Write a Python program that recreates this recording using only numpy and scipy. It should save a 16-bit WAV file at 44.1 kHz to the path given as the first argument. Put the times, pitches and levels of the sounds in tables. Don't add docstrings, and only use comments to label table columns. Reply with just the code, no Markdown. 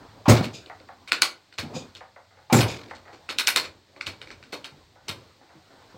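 import sys
import numpy as np
from scipy import signal
from scipy.fft import rfft, irfft, next_fast_len
from scipy.io import wavfile
from scipy.ndimage import uniform_filter1d, map_coordinates

SR = 44100
rng = np.random.default_rng(int(sys.argv[2]) if len(sys.argv) > 2 else 0)


def bounce(signal):
    frames = np.transpose(np.atleast_2d(signal))
    limited = np.clip(frames, -1, 1)
    pcm = np.round(limited * 32767).astype(np.int16)
    wavfile.write(sys.argv[1], SR, pcm)


def linear_from_db(decibels):
    return 10 ** (np.asarray(decibels, float) / 20)


N = 263277
T = np.arange(SR * 2 // 5) / SR

# [t/s, rumble level/dB, rustle level/dB]
BACKGROUND_LEVELS = [(0, -48.5, -52.5), (.2, -53.5, -55), (.95, -61, -60.5), (1.2, -61.5, -62),
                     (1.45, -68, -66.5), (1.95, -59.5, -74.5), (2.25, -66.5, -70), (2.45, -59.5, -65),
                     (3.1, -58, -60.5), (3.55, -54.5, -52), (3.7, -53.5, -61.5), (3.85, -65.5, -68),
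                     (4.15, -55, -55), (4.35, -51.5, -61), (4.6, -61, -57.5), (4.8, -57.5, -60),
                     (5, -61.5, -69.5), (5.17, -51.5, -51.5), (5.4, -64, -64), (5.97, -58.5, -53.5)]
# [f/Hz, relative density/dB]
RUMBLE_SPECTRUM = [(20, 4), (45, 10.5), (70, -8), (80, -2), (98, -1.5), (125, -6.5), (200, -11),
                   (400, -52.5)]
# [f/Hz, relative density/dB]
RUSTLE_SPECTRUM = [(100, -33), (250, 6.5), (500, 6), (1000, 2.5), (2000, -11), (2700, -18), (5000, -40.5)]
# [f/Hz, relative density/dB]
HISS_SPECTRUM = [(800, -10.5), (2000, -6), (2800, -8.5), (4300, -3.5), (6000, -13), (8700, -17),
                 (9300, -33), (16000, -23.5)]
# [t/s, intake level/dB with the gears at -27.5 dB, intake dB per dB of gears, shudder peak/dB]
KICKS = [(.3, -29.5, 1.95, -38.5), (1.66, -64, .6, -42.5), (2.561, -26, 1.8, -34)]
# [t/s, level/dB]
GRIND_LEVELS = [
    [(0.282, -31), (0.298, -24), (0.41, -39.5), (0.438, -47.5), (0.444, -35.5), (0.52, -63)],
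    [(1.58, -42), (1.586, -28.5), (1.596, -40), (1.674, -56), (1.72, -73)],
    [(2.525, -33), (2.529, -26.5), (2.565, -30), (2.607, -30.5), (2.663, -49.5), (2.683, -41.5),
     (2.891, -63.5), (2.9, -47.5)],
]
# [f/Hz, relative density/dB]
GEAR_SPECTRUM = [(350, -27), (600, -11), (670, -13.5), (1180, -11.5), (1470, -10), (2040, -11.5),
                 (2210, -3.5), (2650, -15), (4280, -10), (5630, -19), (16000, -52)]
# [f/Hz, relative density/dB]
INTAKE_SPECTRUM = [(3000, -23.5), (5200, 1.5), (7100, 3.5), (10000, -7), (16000, -6)]
# [t/s, rms level/dB, length/s]
SCRAPES = [(0.256, -27.5, 0.033), (2.4986, -31, 0.079)]
# [f/Hz, width/Hz, relative level/dB]
PAWL_MODES = [(890, 190, -0.5), (1278, 40, -12), (2320, 140, -13.5), (4510, 130, -35), (5180, 140, -35)]
# [t/s, rms level/dB, t60/s, note f/Hz]
CHUFFS = [(0.279, -10, 0.072, 246.6), (0.294, -9.5, 0.14, 115), (0.313, -14.5, 0.11, 232.4),
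          (0.386, -29, 0.11, 260.5), (0.408, -13, 0.03, 224), (1.585, -41.5, 0.24, 92.7),
          (1.63, -34.5, 0.14, 238), (1.65, -35.5, 0.13, 147), (1.736, -34, 0.16, 257),
          (1.762, -28.5, 0.091, 520), (2.524, -8, 0.12, 236.6), (2.535, -14.5, 0.34, 115),
          (2.565, -17, 0.092, 359), (2.594, -25.5, 0.27, 288.4), (4.067, -43, 0.18, 92.6),
          (4.719, -51.5, 0.21, 147), (5.091, -40.5, 0.18, 99), (5.55, -50, 0.18, 320),
          (5.94, -48.5, 0.16, 503)]
# [f/Hz, width/Hz, relative level/dB]
PIPE_MODES = [(115, 75, 5.5), (266, 180, 2.5), (363, 35, 4.5), (575, 70, -8), (675, 49, -8),
              (750, 110, -3.5), (1210, 96, -31.5)]
# [t/s, snap peak/dB, struck f/Hz, thud/dB and rattle/dB relative to the snap]
CLACKS = [(0.286, -14.5, 5180, -1.5, -23.5), (0.2968, -15.5, 1210, 0, -15.5),
          (0.364, -19.5, 2150, -10.5, -11.5), (0.4255, -31.5, 2610, -2.5, -4),
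          (0.4432, -21.5, 2550, -40, -16), (0.6608, -34, 3070, -25, -19), (0.8009, -40.5, 2180, -13, -21.5),
          (1.076, -30, 2220, -30, -8), (1.12, 0.5, 2470, -37.5, -24), (1.22, 0, 2456, -37, -17),
          (1.5258, -37.5, 2214, -27, -12.5), (1.5854, -18.5, 4300, -21.5, -13),
          (1.951, -33.5, 4220, -24.5, -18), (1.958, -31.5, 3660, -33, -13.5),
          (2.528, -10.5, 7040, -9.5, -21), (2.539, -18.5, 1335, 0, -18), (2.589, -14.5, 2150, -12.5, -20.5),
          (2.6075, -11, 4160, -38, -11), (2.702, -25.5, 4300, -36, -11), (2.8964, -43.5, 1980, -25, -7),
          (2.947, -44, 1200, -32, -3), (3.1298, -42.5, 1296, -6.5, -7.5), (3.2904, -19, 1260, -21.5, -13),
          (3.303, -21.5, 4300, -25, -13.5), (3.3857, -7, 3730, -34.5, -14), (3.472, -3.5, 4700, -34, -13.5),
          (3.5608, -1, 2500, -33, -16), (3.6414, -26.5, 2090, -17.5, -10), (3.9629, -39, 2103, -10, -19),
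          (4.0107, -17, 2190, -35, -22.5), (4.0633, -28, 4300, -27, -7), (4.0674, -16.5, 3000, -24.5, -18),
          (4.2159, -26, 2560, -23, -18), (4.2726, -34, 2250, -16.5, -18), (4.3045, -29, 1530, -23, -14),
          (4.4276, -34, 2160, -29, -20.5), (4.4382, -35, 2480, -39, -24), (4.524, -34, 4360, -26, -1),
          (4.5279, -28.5, 2470, -7, -10.5), (4.6438, -24.5, 3718, -25.5, -12.5),
          (5.0815, -34, 2380, -5.5, 0), (5.0837, -19, 5570, -38, -12)]
# [f/Hz, width/Hz, relative level/dB]
SNAP_MODES = [(1540, 100, -10.5), (2600, 630, -5), (3480, 240, -14.5), (4704, 580, -10)]
# [f/Hz, width/Hz, mean relative level/dB]
STEEL_MODES = [(1046, 530, -6.5), (1504, 250, -2.5), (2130, 400, -5), (2480, 240, -1.5), (2950, 380, -7),
               (3757, 150, -3.5), (4300, 140, -0.5), (5170, 380, -9.5), (5627, 430, -12.5),
               (6310, 380, -18.5), (6900, 200, -15), (8120, 630, -18.5)]
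# [f/Hz, width/Hz, relative level/dB]
FRAME_MODES = [(320, 210, 3), (585, 170, 5.5), (926, 960, -4)]
# [t/s, rms level/dB, rise/s, t60/s, tilt/dB per octave]
LEAKS = [(0.523, -41, 0.032, 0.14, -1), (1.728, -38.5, .04, 0.14, -1.5), (2.672, -38.5, 0.016, 0.27, -2.5)]
# [f/Hz, width/Hz, relative level/dB]
VENT_MODES = [(2450, 140, 0.5), (3590, 530, -4), (5030, 290, -1), (6175, 180, -4.5), (6850, 180, -2),
              (8100, 850, -16), (11950, 500, -21.5)]
# [t/s, strength/dB]
KNOCKS = [(0.699, -21), (0.889, -26.5), (2.008, -25), (2.162, -31), (2.308, -42), (2.372, -38.5),
          (2.911, -17.5), (3.055, -35), (3.08, -30), (4.957, -40.5), (5.41, -43), (5.493, -41),
          (5.704, -43)]
# [f/Hz, width/Hz, relative level/dB]
STOP_MODES = [(518.5, 110, -3.5), (770, 150, 1.5), (1000, 280, -3.5), (1200, 180, -2.5), (1490, 200, -5),
              (1980, 230, -5)]
# [f/Hz, t60/s]
PORCH_DECAY = [(200, 0.42), (600, 0.32), (1500, 0.26), (4000, 0.22), (10000, 0.19)]

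SHUDDER_RISE_S, SHUDDER_DB_PER_S, SHUDDER_RUMBLE_DB = .1, 103, -6
HISS_DB, HISS_PER_DB = -62.5, 0.3068
THROB_S, THROB_GROWS_S, THROB_PEAK_S, THROB_HZ, THROB_DB = 2.68, .1, 2.77, 43.4, 10
CHUFF_RISE_S, CHUFF_SLOWER = .003, 0.088
NOTE_SHARE = 0.52
TOUCH_S, TOUCH_DB = 0.0035, -22.5
TREBLE_DB, TREBLE_PER_DB, TREBLE_PER_OCTAVE_DB, TREBLE_PER_RATTLE_DB = -0.5, 0.5, 6, 0.84
STRUCK_WIDTH, STRUCK_DB = .3, -1
KNOCK_T60_S, KNOCK_LONGER = 0.023, 0.6


def unit(x):
    return x / np.sqrt(np.mean(x ** 2) + 1e-20)


def along(points, hz):
    f, v = np.transpose(points)
    return np.interp(np.log(hz + 1), np.log(f + 1), v)


def filtered(x, response):
    m = next_fast_len(len(x) + 8192)
    return irfft(rfft(x, m) * response(np.fft.rfftfreq(m, 1 / SR)), m)[:len(x)]


def resonant(x, peaks, low_hz, high_hz):
    def response(f):
        modes = 0
        for k, (centre, width, db) in enumerate(peaks):
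            damping = 1j * f * width
            modes = modes + (-1) ** k * linear_from_db(db) * damping / (centre * centre - f * f + damping)
        skirts = (1j * f / (low_hz + 1j * f) * high_hz / (high_hz + 1j * f)) ** 2
        return modes * skirts
    return filtered(x, response)


def coloured(spectrum, patchy_db):
    z = signal.stft(rng.standard_normal(N), nperseg=512)[2]
    field = uniform_filter1d(rng.standard_normal(z.shape), size=5, axis=0)
    field = uniform_filter1d(field, size=10, axis=1)
    patchy = signal.istft(z * linear_from_db(patchy_db * unit(field)), nperseg=512)[1][:N]
    return unit(filtered(patchy, lambda hz: linear_from_db(along(spectrum, hz))))


def grains(count, depth_db):
    chatter = map_coordinates(rng.standard_normal(count // 80 + 4), [np.arange(count) / 80])
    return linear_from_db(depth_db * chatter) * rng.standard_normal(count)


def swell(rise, t60):
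    return np.sin(np.pi / 2 * np.clip(T / rise, 0, 1)) ** 2 * linear_from_db(-60 * np.maximum(T - rise, 0) / t60)


def add(track, s, sound, wet_db):
    hz, t, z = signal.stft(rng.standard_normal(len(T)), SR, nperseg=256)
    decay = linear_from_db(-60 * t / along(PORCH_DECAY, hz)[:, None])
    tail = signal.istft(z * decay, SR, nperseg=256)[1][:len(T)]
    tail = tail * np.clip((T - .004) / 0.014, 0, 1)
    wet = signal.fftconvolve(sound, tail / np.linalg.norm(tail))
    start = round(s * SR)
    track[start:][:len(sound)] += sound
    track[start:][:len(wet)] += linear_from_db(wet_db) * wet


def background():
    t = np.arange(N) / SR
    times, *levels = np.transpose(BACKGROUND_LEVELS)
    rumble_db, rustle_db = (np.interp(t, times, db) for db in levels)
    shudder = np.zeros(N)
    for s, _, _, peak_db in KICKS:
        fall_db = SHUDDER_DB_PER_S * np.maximum(t - s - SHUDDER_RISE_S, 0)
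        shudder += np.clip((t - s) / SHUDDER_RISE_S, 0, 1) * linear_from_db(peak_db - fall_db)
    rumble = linear_from_db(rumble_db) + linear_from_db(SHUDDER_RUMBLE_DB) * shudder
    rustle = linear_from_db(rustle_db) + shudder
    hiss = linear_from_db(HISS_DB) * (rustle / linear_from_db(-62)) ** HISS_PER_DB
    out = rumble * coloured(RUMBLE_SPECTRUM, patchy_db=0.5)
    out += rustle * coloured(RUSTLE_SPECTRUM, patchy_db=3.5)
    return out + hiss * coloured(HISS_SPECTRUM, patchy_db=0.5)


def gears():
    t = np.arange(N) / SR
    teeth_level, intake_level = np.zeros((2, N))
    for stroke, (_, intake_db, wider, _) in zip(GRIND_LEVELS, KICKS):
        gears_db = np.interp(t, *np.transpose(stroke), -120, -120)
        teeth_level += linear_from_db(gears_db)
        intake_level += linear_from_db(intake_db + wider * (gears_db + 27.5))
    teeth = unit(filtered(grains(count=N, depth_db=2.5), lambda hz: linear_from_db(along(GEAR_SPECTRUM, hz))))
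    turning = teeth_level * teeth + intake_level * coloured(INTAKE_SPECTRUM, patchy_db=4.5)
    throb = np.clip((t - THROB_S) / THROB_GROWS_S, 0, 1) * np.cos(2 * np.pi * THROB_HZ * (t - THROB_PEAK_S))
    out = np.pad(linear_from_db(THROB_DB * throb) * turning, (0, SR))
    for s, db, length in SCRAPES:
        shape = np.clip(T / 0.0011, 0, 1) * linear_from_db(-60 * np.maximum(T - length, 0) / 0.026)
        scrape = unit(resonant(rng.standard_normal(len(T)), PAWL_MODES, 420, 3300))
        add(out, s, linear_from_db(db) * shape * scrape, wet_db=-15.0)
    return out[:N]


def chuffs():
    out = np.zeros(N + SR)
    for s, db, t60, hz in CHUFFS:
        drift = .008 * np.cumsum(rng.standard_normal(len(T)))
        note = -np.sqrt(2) * np.sin(2 * np.pi * hz * T + drift)
        gas = unit(resonant(rng.standard_normal(len(T)), PIPE_MODES, 67, 1800))
        pulse = np.sqrt(NOTE_SHARE) * note + np.sqrt(1 - NOTE_SHARE) * gas
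        shape = swell(CHUFF_RISE_S * linear_from_db(-CHUFF_SLOWER * db), t60)
        add(out, s, linear_from_db(db) * shape * pulse, wet_db=-15.0)
    return out[:N]


def clacks():
    out = np.zeros(N + SR)
    loosen = .6 * swell(.012, .12) + .4 * swell(.002, .15)
    lead = round(TOUCH_S * SR)
    for s, db, hz, thud_db, rattle_db in CLACKS:
        treble_db = TREBLE_DB + TREBLE_PER_DB * db + TREBLE_PER_RATTLE_DB * rattle_db
        treble_db += TREBLE_PER_OCTAVE_DB * np.log2(hz / 2500)
        blow = (np.exp(-T / .0001) + .5 * rng.standard_normal(len(T))) * linear_from_db(-60 * T / .012)
        struck = [(hz, STRUCK_WIDTH * hz, STRUCK_DB), (8000, 4000, treble_db - 3.0)]
        snap = resonant(blow, SNAP_MODES + struck, 690, 12000)
        loose = grains(count=len(T), depth_db=2.5)
        modes = [(c, w, level + rng.normal(0, 1.5)) for c, w, level in STEEL_MODES]
        rattle = unit(resonant(loose, modes, 750, 16000))
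        rattle += linear_from_db(treble_db - 1.5) * unit(resonant(loose, [(10500, 4700, 0)], 6500, 27000))
        thud = unit(resonant(rng.standard_normal(len(T)), FRAME_MODES, 210, 1800)) * swell(0.0013, 0.24)
        hit = snap / np.abs(snap).max() + linear_from_db(rattle_db) * rattle * loosen + linear_from_db(thud_db) * thud
        touch = linear_from_db(db + TOUCH_DB) * np.pad(hit, (0, lead))
        add(out, s - lead / SR, touch + linear_from_db(db) * np.pad(hit, (lead, 0)), wet_db=-11.0)
    return out[:N]


def leaks():
    out = np.zeros(N + SR)
    for s, db, rise, t60, tilt_db in LEAKS:
        path = [(c, w, level + tilt_db * np.log2(c / 4000)) for c, w, level in VENT_MODES]
        air = unit(resonant(rng.standard_normal(len(T)), path, 2500, 12000))
        add(out, s, linear_from_db(db) * swell(rise, t60) * air, wet_db=-4.5)
    return out[:N]


def knocks():
    out = np.zeros(N + SR)
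    for s, db in KNOCKS:
        body = unit(resonant(grains(count=len(T), depth_db=1.0), STOP_MODES, 350, 1900))
        body *= swell(0.0022, KNOCK_T60_S * linear_from_db(-KNOCK_LONGER * db))
        ping = linear_from_db(7.5 - 60 * T / 0.0046) * np.sin(2 * np.pi * 1950 * T)
        add(out, s, linear_from_db(db - 15.0) * (body + ping), wet_db=-6.5)
    return out[:N]


def scene():
    return (background() + gears() + chuffs() + clacks() + leaks() + knocks())[None]


def band_limit(x):
    return signal.sosfilt(signal.butter(12, 16800, fs=SR, output="sos"), x)


def record(dry):
    def shelf(hz):
        return linear_from_db(-29.0) + (-hz * hz / (80 ** 2 - hz * hz + 1j * hz * 60)) ** 2
    x = filtered(dry[0], shelf)
    x = x / (1 + np.abs(x / .99) ** 6) ** (1 / 6)
    mix = filtered(x, lambda hz: hz < 15850)[None]
    return band_limit(mix)


dry = scene()
out = record(dry)
bounce(out)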